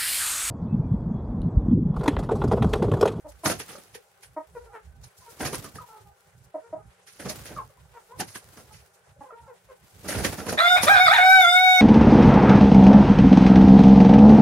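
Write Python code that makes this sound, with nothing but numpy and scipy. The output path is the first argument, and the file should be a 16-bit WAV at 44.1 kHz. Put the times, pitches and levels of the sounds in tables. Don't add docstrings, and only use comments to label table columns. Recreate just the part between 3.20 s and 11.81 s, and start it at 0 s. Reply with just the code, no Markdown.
import sys
import numpy as np
from scipy import signal
from scipy.fft import rfft, irfft
from scipy.io import wavfile
from scipy.ndimage import uniform_filter1d

SR = 44100
rng = np.random.default_rng(int(sys.argv[2]) if len(sys.argv) > 2 else 0)


def to_wav(sig):
    pcm = np.clip(np.atleast_2d(sig), -1, 1) * 32767
    pcm = np.round(pcm).astype(np.int16)
    wavfile.write(sys.argv[1], SR, pcm.T)


def ratio(d):
    e = np.asarray(d, float) / 20
    return 10 ** e


N = 379686
T = np.arange(N) / SR

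# (frequency [Hz], density [dB per Hz])
AIR_SPECTRUM = [(220, -57), (380, 10), (1450, 2.5), (1750, 2.5), (4300, -8.5), (10000, -6.5), (16000, -25)]
# (frequency [Hz], level [dB])
HUM_TONES = [(800, -74.5), (1395, -78.5), (1520, -77.5)]
# (frequency [Hz], likeness [0-1])
STEREO_LIKENESS = [(60, 0.79), (380, 0.72), (2380, 0.083), (15000, 0.18)]
# (time [s], length [s], upper band level [dB], deep band level [dB])
RUMBLE_SPELLS = [(0.0, 0.25, -65, -56), (0.274, 0.2, -53, -75), (0.693, 0.12, -59.5, -80),
                 (1.041, 0.13, -59, -66), (1.269, 0.31, -65, -57), (1.623, 0.29, -54.5, -52.5),
                 (1.995, 0.044, -49, -84), (2.208, 0.23, -44.5, -53), (2.536, 0.13, -51.5, -64),
                 (2.807, 0.15, -59.5, -61), (3.072, 0.029, -47, -81), (3.106, 0.21, -61, -65),
                 (3.494, 0.13, -57, -80), (3.62, 0.12, -55, -50), (3.982, 0.31, -53, -66),
                 (4.263, 0.28, -55, -59), (4.546, 0.24, -63, -60.5), (4.946, 0.2144, -52.5, -75),
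                 (5.22, 0.13, -60.5, -74.5), (5.432, 0.24, -54.5, -62), (5.889, 0.044, -44, -53),
                 (5.974, 0.058, -52, -71), (6.21, 0.1, -55.5, -64), (6.44, 0.096, -54, -62.5),
                 (6.61, 0.086, -52, -73), (6.736, 0.44, -53.5, -59), (6.945, 0.19, -40.5, -52),
                 (7.257, 0.099, -61, -46), (7.57, 0.37, -45.5, -69.5), (7.894, 0.44, -55, -83)]
# (time [s], peak level [dB])
GRAVEL_STEPS = [
    (0.082, -37.5),
    (1.9689, -37.5),
    (2.0916, -36.5),
    (2.7048, -49),
    (3.1677, -50),
    (3.2321, -45.5),
    (4.7406, -65),
    (5.732, -45),
    (6.6882, -44.5),
]
# (time [s], level [dB])
RUSTLE_LEVEL = [(0.0, -62), (0.47, -43), (0.79, -59), (1.82, -62.5), (2.4, -38.5), (2.57, -50), (3.79, -79),
                (4.16, -37), (4.57, -60.5), (5.42, -48.5), (5.86, -68.5), (6.6, -58.5), (7.1, -30),
                (7.33, -49), (7.57, -35.5), (7.7, -28)]
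# (frequency [Hz], density [dB per Hz])
RUSTLE_SPECTRUM = [(500, -1.5), (800, -4.5), (2800, -10.5), (12000, -13.5), (16000, -14.5)]
# (time [s], length [s], first pitch [Hz], last pitch [Hz], level [dB])
SHUT_BEAK_WHINES = [(1.35, 0.034, 501, 450, -36.5), (1.39, 0.13, 503, 432, -48.5),
                    (2.08, 0.032, 454, 466, -48.5), (2.74, 0.088, 426, 395, -54),
                    (3.4, 0.127, 458, 475, -51), (3.565, 0.064, 431.4, 403, -53.5),
                    (4.375, 0.05, 637, 390, -43.5), (4.495, 0.037, 630, 380, -48.5),
                    (4.885, 0.095, 452, 527, -50), (6.04, 0.062, 532, 514, -54),
                    (6.102, 0.032, 711, 424, -43), (6.125, 0.026, 455, 460, -41),
                    (6.275, 0.055, 556, 450, -45.5), (6.487, 0.05, 559, 463, -45)]
# (time [s], length [s], first pitch [Hz], last pitch [Hz], level [dB])
OPEN_BEAK_WHINES = [(1.49, 0.084, 408, 413, -57), (2.01, 0.089, 520, 441, -55.5),
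                    (2.585, 0.023, 622, 620, -45.5), (2.605, 0.046, 510, 460, -46.5),
                    (2.67, 0.13, 453, 428, -50.5), (2.705, .08, 449.5, 426, -52.5),
                    (2.84, 0.08, 416, 395, -58.5), (3.58, 0.045, 405, 425, -54),
                    (4.362, 0.043, 619.4, 501, -33.5), (4.40, 0.043, 464, 396, -47),
                    (4.572, 0.027, 488, 505, -60.5), (4.74, 0.043, 475.5, 467, -51),
                    (4.905, 0.041, 450, 532, -47), (4.96, 0.023, 410, 404, -54),
                    (5.49, 0.053, 439, 421.2, -56.5), (6.045, 0.075, 519, 495, -52),
                    (6.11, 0.044, 484, 456, -53), (6.15, 0.071, 463, 470, -55),
                    (6.2, 0.13, 467, 430, -55.5)]
# (time [s], level [dB], half length [s], pitch [Hz])
RASPY_SQUAWKS = [
    (1.56, -43, 0.016, 452),
    (4.77, -50.5, 0.019, 468.3),
]
# (time [s], peak level [dB], 2nd partial [Hz], 3rd partial level [dB], length [s])
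HEN_CLUCKS = [
    (0.047, -41.5, 605, -49.5, 0.046),
    (0.238, -31.5, 669, -35, 0.026),
    (0.551, -42, 520, -64, 0.019),
    (0.756, -40.5, 433, -79.5, 0.012),
    (1.167, -32, 623, -34.5, 0.033),
    (3.345, -29, 630, -44, 0.03),
    (3.53, -29, 639, -43.5, 0.029),
    (5.965, -54.5, 554, -70, 0.023),
    (6.01, -48, 555, -40.5, 0.025),
]
# (time [s], peak level [dB], thump level [dB], decay time t60 [s])
WING_BLOWS = [(0.2603, -16, -23.5, 0.086), (0.3001, -20, -30.5, 0.092), (0.4017, -26.5, -52, 0.061),
              (0.4904, -38, -51.5, 0.33), (0.752, -34, -62, 0.046), (2.2076, -30, -31, 0.21),
              (2.2528, -24, -43, 0.11), (2.3311, -29.5, -31.5, 0.061), (2.3469, -24.5, -50, 0.059),
              (2.445, -36, -42.5, 0.096), (2.558, -39, -45.5, 0.072), (3.999, -37.5, -44, 0.2),
              (4.0586, -36.5, -32.5, 0.12), (4.0974, -24.5, -51, 0.076), (4.2571, -38.5, -56, 0.29),
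              (4.3081, -51, -42, 0.14), (5.003, -21.5, -32, 0.065), (5.157, -30, -47, 0.069),
              (5.374, -44, -49, 0.13), (6.8472, -42.5, -39, 0.93), (6.8872, -24.5, -39, 0.26),
              (6.9511, -33.5, -31.5, 0.18), (6.9874, -28.5, -37, 0.12), (7.0467, -17, -28, 0.076),
              (7.1282, -32.5, -36, 0.07), (7.1853, -35.5, -34.5, 0.21), (7.268, -32, -32, 0.17),
              (7.293, -24, -36, 0.083), (7.3288, -26.5, -28.5, 0.07), (7.634, -13, -33, 0.076)]
# (time [s], peak level [dB], decay time t60 [s])
WING_BRUSHES = [
    (0.1224, -46, 0.025),
    (1.0333, -40, 0.076),
    (1.3655, -57, 0.39),
    (1.842, -42, 0.078),
    (2.0011, -53.5, 0.92),
    (3.8737, -44.5, 0.43),
    (5.0775, -41, 0.3),
    (5.529, -45, 0.24),
]
# (time [s], pitch [Hz], effort [dB], hoarseness [0-1])
CROW_SYLLABLES = [
    [(7.372, 615, -35, 0.97), (7.40, 622, -29.5, 1.06), (7.42, 676.4, -26.5, 0.23),
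     (7.445, 693.3, -28, 0.42), (7.48, 715, -26, 0.42), (7.52, 727, -26.5, 0.12), (7.552, 723, -25.5, 0.2),
     (7.575, 734.3, -28, 0.8), (7.61, 714.3, -41, 0.9)],
    [(7.662, 568, -31.5, 0.8), (7.684, 610, -25.5, 0.91), (7.70, 796, -24.5, 0.2), (7.73, 805, -24.5, 0.31),
     (7.755, 758, -26, 0.66), (7.775, 700, -29.5, 0.92)],
    [(7.795, 721, -24.5, 0.63), (7.815, 740.3, -27.5, 0), (7.845, 742, -29.5, 0), (7.865, 716.5, -25, 0.55),
     (7.885, 628.6, -26.5, 0.59), (7.905, 700, -29, 0.4), (7.922, 782.6, -24.5, 0.54),
     (7.942, 960.7, -29.5, 0.92), (7.968, 902.7, -29, 0.87)],
    [(7.99, 725, -28, 0.74), (8.02, 740.4, -27.5, 0.32), (8.134, 766, -24, 0.16), (8.194, 746.6, -26, 0.05),
     (8.262, 686, -26.5, 0.02), (8.30, 716, -26, 0.03), (8.39, 736.2, -28.5, 0), (8.45, 743.6, -28, 0),
     (8.61, 735.6, -27, 0)],
]
# (multiple of the pitch [1], level [dB])
CROW_PARTIALS = [(1, 2.5), (2, -0.5), (3, -2), (4, -27), (5, -9.5), (6, -35), (7, -28.5), (8, -35),
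                 (9, -34), (10, -38.5), (11, -35.5), (12, -36), (13, -49), (14, -39.5), (15, -35.5),
                 (16, -40), (17, -43), (18, -37), (19, -42), (20, -49), (21, -40)]
# (frequency [Hz], width [Hz], level [dB])
THROAT_RESONANCES = [(780, 100, -5.5), (1510, 1940, -9.5), (2480, 170, -1.5), (3580, 150, -8.5),
                     (10400, 720, -31)]
# (frequency [Hz], difference re sum [dB], phase [turns])
CROW_STEREO = [(700, -10.5, 0.3), (1590, 4, 0.26), (2300, -1, 0.18), (3650, -2.5, 0.29), (7750, 0.5, 0.31),
               (13700, 1, 0.037)]
# (frequency [Hz], half width [Hz], gain [dB])
CROW_RINGS = [(742, 16.3, 8.5), (1290, 18, 10.5), (1388, 14, 9), (1553, 110, 6.5), (1847, 74, 6.5),
              (2212, 78, 7), (3578, 203, 11.5), (716, 7.6, -1.5), (1434, 7.8, -23), (1467, 6.87, -7),
              (2050, 9, -15), (2167, 12.5, -22), (2700, 140, -8)]

AIR_DB = -65
SHUT_BEAK_DB, OPEN_BEAK_DB = [-7.5, -15.5, -23.5], [-16.5, -3, -23.5]
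HEN_RING_HZ, HEN_RING_WIDTH_HZ, HEN_RING_DB = 1305, 93, 16
WHINE_RISE, WHINE_ROUND = 0.76, 0.68
BRUSH_THUMP_DB, SLAP_FOLLOWS_THUMP, SWELL_S = -40, 0.32, 0.0065
QUILL_SNAP, PUFF_FLUTTER_DB = 8.8, 2.5
HOARSE_LOSS_DB, HOARSE_HISS_DB = 3.5, 9
THIRDS_DEPTH, CROW_LOW_CUT_HZ = 0.94, 550
SHED_T60_S, WALL_CUT_HZ, ECHO_S = 0.11, 5300, 0.027
CROW_ECHO_DB, CROW_ECHO_T60_S = -11, 0.19


def rms_one(x):
    return x / np.sqrt(np.mean(x ** 2) + 1e-20)


def in_time(rows):
    s, *columns = np.transpose(rows)
    return [np.interp(T, s, c) for c in columns]


def at_hz(points, hz, axis=1):
    points = np.array(points)
    return np.interp(np.log(hz), np.log(points[:, 0]), points[:, axis])


def drift(rate, size=N):
    r = np.exp(-2 * np.pi * rate / SR)
    walk = signal.lfilter([1], [1, -2 * r, r * r], rng.standard_normal(size + 9000))
    return rms_one(walk[9000:])


def band(x, lo_hz, hi_hz):
    return signal.sosfilt(signal.butter(2, [lo_hz, min(hi_hz, 19000)], "band", fs=SR, output="sos"), x)


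def stereo_noise(spectrum, patchy_db):
    hz = np.fft.rfftfreq(N, 1 / SR) + 1
    alike = np.clip(at_hz(STEREO_LIKENESS, hz), 0, 1)
    noise = rfft(rng.standard_normal((2, N))) * ratio(at_hz(spectrum, hz))
    mid, side = noise * np.sqrt([1 + alike, 1 - alike])
    left_right = np.array([mid + side, mid - side])
    out = 0
    for octave in range(6):
        share = np.clip(1 - np.abs(np.clip(np.log2(hz / 400), 0, 5) - octave), 0, 1)
        out = out + ratio(patchy_db * drift(15)) * irfft(share * left_right, N)
    return rms_one(out)


def placed(x, pan_db):
    return x * ratio([[pan_db / 2], [-pan_db / 2]])


def shed(x, first_s, t60):
    t = np.arange(int(.5 * SR)) / SR
    sparse = rng.standard_normal((2, len(t))) * (rng.random((2, len(t))) < .02 + t)
    dull = signal.lfilter(*signal.butter(1, WALL_CUT_HZ, fs=SR), sparse)
    tail = dull * ratio(-60 * t / t60) * (t > first_s)
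    tail = tail / np.sqrt(np.sum(tail ** 2) / 2)
    return signal.fftconvolve(x * np.ones((2, 1)), tail, axes=1)[:, :N]


def night_air():
    tones = 0
    for hz, level_db in HUM_TONES:
        tones = tones + ratio(level_db) * rms_one(band(rng.standard_normal((2, N)), hz - 12, hz + 12))
    hiss = stereo_noise(AIR_SPECTRUM, patchy_db=2.2) * ratio(2 * drift(9))
    return ratio(AIR_DB) * hiss + tones


def rumble():
    air = rng.standard_normal((2, 3, N))
    upper, deep = air[:, :1] + 0.29 * air[:, 1:]
    upper = rms_one(band(band(upper, 56.7, 137), 75, 315)) * ratio(3 * drift(11.5))
    deep = rms_one(band(band(deep, 53.0, 81.0), 42, 77))
    upper_gain = ratio(-79.0 + 3.5 * drift(2.8))
    deep_gain = ratio(-111.5 + 1.9 * drift(11))
    for s, length, upper_db, deep_db in RUMBLE_SPELLS:
        spell = np.clip(np.minimum(T - s + 0.031, s + length + 0.013 - T) / 0.066, 0, 1) ** 2
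        upper_gain = upper_gain + ratio(upper_db) * spell
        deep_gain = deep_gain + ratio(deep_db) * spell
    return placed(upper_gain * upper + deep_gain * deep, pan_db=-4.5)


def steps():
    crunch = 0
    for s, peak_db in GRAVEL_STEPS:
        crunch = crunch + ratio(peak_db - 17.0) * np.exp(-((T - s - .015) / 0.014) ** 2)
    return crunch * rms_one(band(rng.standard_normal((2, N)), 4200, 14000))


def rustle():
    crackle = ratio(4.5 * np.minimum(rng.exponential(1, N), 5) * (rng.random(N) < .05))
    hiss = rms_one(stereo_noise(RUSTLE_SPECTRUM, patchy_db=.8) * crackle) * ratio(2.5 * drift(30))
    level_db = in_time(RUSTLE_LEVEL + [(7.9, -85)])[0]
    return ratio(level_db - 8.5) * hiss


def whines():
    out = np.zeros(N)
    for notes, beak_db in ((SHUT_BEAK_WHINES, SHUT_BEAK_DB), (OPEN_BEAK_WHINES, OPEN_BEAK_DB)):
        partials_db = beak_db + [beak_db[2] - 5.5, beak_db[2] - 12]
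        for s, length, first_hz, last_hz, level_db in notes:
            part = np.linspace(0, 1, round(1.086 * length * SR))
            pitch = first_hz + (last_hz - first_hz) * part
            turns = np.cumsum(pitch * (1 + 0.0078 * drift(54, size=len(part)))) / SR
            shape = np.sin(np.pi * part ** WHINE_RISE) ** WHINE_ROUND
            shake = ratio(level_db) * shape * (1 + 0.59 * drift(58, size=len(part)))
            at = round(s * SR)
            for k, partial_db in enumerate(partials_db, 1):
                ring_db = HEN_RING_DB * np.exp(-((k * pitch - HEN_RING_HZ) / HEN_RING_WIDTH_HZ) ** 2)
                tone = np.sqrt(2) * ratio(partial_db + ring_db) * shake * np.sin(2 * np.pi * k * turns)
                out[at:][:len(part)] += tone
    return out


def squawks():
    out = np.zeros(N)
    for s, level_db, half_s, hz in RASPY_SQUAWKS:
        pitch = hz * (1 - 2.6 * np.clip(T - s, -.05, .05))
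        turns = np.cumsum(pitch * (1 + 0.022 * drift(140))) / SR
        pulses = (np.diff(np.floor(turns), prepend=0) > 0) * rng.uniform(0.1, 1, N)
        voice = rms_one(band(band(pulses, 290, 1650), 260, 1680))
        out += ratio(level_db) * voice * np.exp(-((T - s) / half_s) ** 2 / 2)
    return out


def clucks():
    out, t = np.zeros(N + SR), np.arange(SR // 5) / SR
    for s, peak_db, hz, third_db, length in HEN_CLUCKS:
        shape = np.sin(np.pi * np.clip(t / max(length, .01), 0, 1) ** .75) ** 1.2
        pitch = hz / 2 * (1.03 - 1.68 * t)
        turns = np.cumsum(pitch * (1 + 0.047 * drift(97, size=len(t)))) / SR
        levels_db = [(peak_db + third_db) / 2 - 6.0, peak_db, third_db]
        levels_db += [third_db - 11.0, third_db - 23.0, third_db - 22.0, third_db - 28.0]
        tone = sum(ratio(d) * np.sin(2 * np.pi * k * turns) for k, d in enumerate(levels_db, 1))
        at = round((s - .004) * SR)
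        out[at:at + len(t)] += shape * tone
    return out[:N] + ratio(-8.5) * np.roll(out[:N], round(ECHO_S * SR))


def blows():
    out, t = np.zeros((2, N + SR)), np.arange(SR // 3) / SR - .05
    brushes = [(s, d, d + BRUSH_THUMP_DB, t60) for s, d, t60 in WING_BRUSHES]
    rise = np.exp(np.minimum(t, 0) / SWELL_S)
    for s, peak_db, thump_db, t60 in WING_BLOWS + brushes:
        def dying(stretch):
            return rise * ratio(-60 * np.maximum(t, 0) / (max(t60, .02) * stretch))

        noise = rng.standard_normal((3, len(t)))
        grains = noise * ratio(3.5 * np.minimum(rng.exponential(1, len(t)), 3) * (rng.random(len(t)) < .05))
        grains = grains * ratio(4 * drift(60, size=len(t)))
        thump = ratio(thump_db - 4.5) * rms_one(band(noise[0] * dying(2.37), 80.0, 547))

        quills = (grains[0] + .5 * grains[1:]) * dying(1.23) * rise ** 2
        quills[:, np.argmax(t >= 0)] += QUILL_SNAP
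        knocks = sum(band(quills, hz, 1.35 * hz) * ratio(1) for hz in 330 * 4.5 ** rng.random(3))
        slap_db = peak_db + SLAP_FOLLOWS_THUMP * (thump_db - peak_db)
        slap = ratio(slap_db - 9.0) * rms_one(band(quills, 148, 1750) + knocks)

        air = (0.12 * grains[0] + noise[1:]) * dying(1.74)
        puff = 0
        for lo_hz, hi_hz in ((1250, 4280), (3500, 7400), (7500, 10870)):
            puff = puff + band(air, lo_hz, hi_hz) * ratio(PUFF_FLUTTER_DB * drift(40, size=len(t)))
        puff = ratio(peak_db - 11.0) * rms_one(puff)

        at = round((s - .05) * SR)
        loudness = np.sqrt(np.mean(dying(5.4) ** 2))
        out[:, at:at + len(t)] += loudness * placed(thump + slap + puff, pan_db=-2.0)
    return out[:, :N]


def fade(rows, edge_s):
    return np.clip(np.minimum(T - rows[0][0], rows[-1][0] + edge_s - T) / edge_s, 0, 1)


def crow_partial(k, level_db, pitch, effort_db, hoarse, turns):
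    level = effort_db + 10.0 + level_db + 3.5 * drift(10.2) - HOARSE_LOSS_DB * hoarse
    if k in (1, 2, 3, 5):
        ring_db = sum(d * np.exp(-((k * pitch - hz) / width) ** 2) for hz, width, d in CROW_RINGS)
        level = effort_db + level_db + ring_db
        level = level - 0.91 * HOARSE_LOSS_DB * hoarse * (k > 2)
    level = ratio(level)
    if k == 5:
        level = level * np.exp(-((k * pitch - np.clip(k * pitch, 3450, 3800)) / 200) ** 2)
    if k in (4, 6):
        level = level + ratio(effort_db + 0.5) * np.exp(-((k * pitch - 3700) / 220) ** 2)
    uneven = .04 + .6 * hoarse + .3 * (k > 5) + .5 * (k > 8)
    level = level * (1 + uneven * drift(84 + 50 * (k > 5))) / np.sqrt(1 + uneven ** 2)
    level = level * (1 + 0.017 * (k > 1) * np.cos(np.pi * turns + k))
    level = level * (1 + THIRDS_DEPTH * hoarse ** 2 * (k > 1) * np.cos(2 * np.pi * turns / 3 + k))
    lead = at_hz(CROW_STEREO, k * 740, axis=2) + 0.056 * drift(5.3)
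    side_gain = ratio(at_hz(CROW_STEREO, k * 740) + 2.0 * drift(7.7))
    side = side_gain * np.sin(2 * np.pi * (k * turns + lead))
    return np.sqrt(2) * level * (np.sin(2 * np.pi * k * turns) + side * [[1], [-1]])


def crow_noise(effort_db, hoarse, turns):
    puffs = rng.standard_normal((2, N)) * (1.1 + np.cos(2 * np.pi * turns))
    puffs = puffs + 1.1 * puffs[::-1]
    rasp = ratio(-36) * band(puffs, 400, 12000)
    for k, (hz, width, level_db) in enumerate(THROAT_RESONANCES):
        rasp = rasp + (-1) ** k * ratio(level_db) * band(puffs, hz - width / 2, hz + width / 2)
    rasp = ratio(effort_db + 3) * hoarse ** 2 * rms_one(rasp)
    breath_db = effort_db + 10.0 - 48.5 + HOARSE_HISS_DB * hoarse + 4 * drift(25)
    return rasp + ratio(breath_db) * rms_one(band(puffs, 4460, 15000))


def crow():
    pitch, effort_db, hoarse = in_time(sum(CROW_SYLLABLES, []))
    pitch = uniform_filter1d(pitch, size=500)
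    hoarse = np.clip(hoarse, 0, 1)
    gate = np.maximum(fade(CROW_SYLLABLES[0], 0.012), fade(sum(CROW_SYLLABLES[1:], []), 0.01))
    turns = np.cumsum(pitch * (1 + (.001 + .021 * hoarse) * drift(75))) / SR
    voice = np.zeros((2, N))
    for k, level_db in CROW_PARTIALS:
        voice += crow_partial(k, level_db, pitch, effort_db, hoarse, turns)
    voice = gate * (voice + crow_noise(effort_db, hoarse, turns))
    return signal.sosfilt(signal.butter(4, CROW_LOW_CUT_HZ, "high", fs=SR, output="sos"), voice)


def scene():
    background = night_air() + rumble() + steps() + rustle()
    hens = whines() + squawks() + clucks()
    fight = blows()
    loud = crow()
    room = shed(ratio(-7) * hens + ratio(-12.5) * fight, first_s=0.0057, t60=SHED_T60_S)
    room = room + ratio(CROW_ECHO_DB) * shed(loud, first_s=.008, t60=CROW_ECHO_T60_S)
    return background + hens + fight + loud + room


def roll_off(x):
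    return signal.sosfilt(signal.butter(12, 15760, fs=SR, output="sos"), x)


def record(dry):
    low = irfft(rfft(dry) * (np.abs(np.fft.rfftfreq(N, 1 / SR) - 275) < 95), N)
    level = np.sqrt(uniform_filter1d(np.mean(low ** 2, axis=0), size=1500))
    ducked = dry - low * ratio(-67) ** 2 / (ratio(-66) ** 2 + level ** 2)
    x = signal.sosfilt(signal.butter(2, 35, "high", fs=SR, output="sos"), ducked)
    x = signal.sosfilt(signal.ellip(8, 1, 50, 15790, fs=SR, output="sos"), x)
    mix = 0.89 * np.tanh(x / 0.71)
    return roll_off(mix)


dry = scene()
out = record(dry)
to_wav(out)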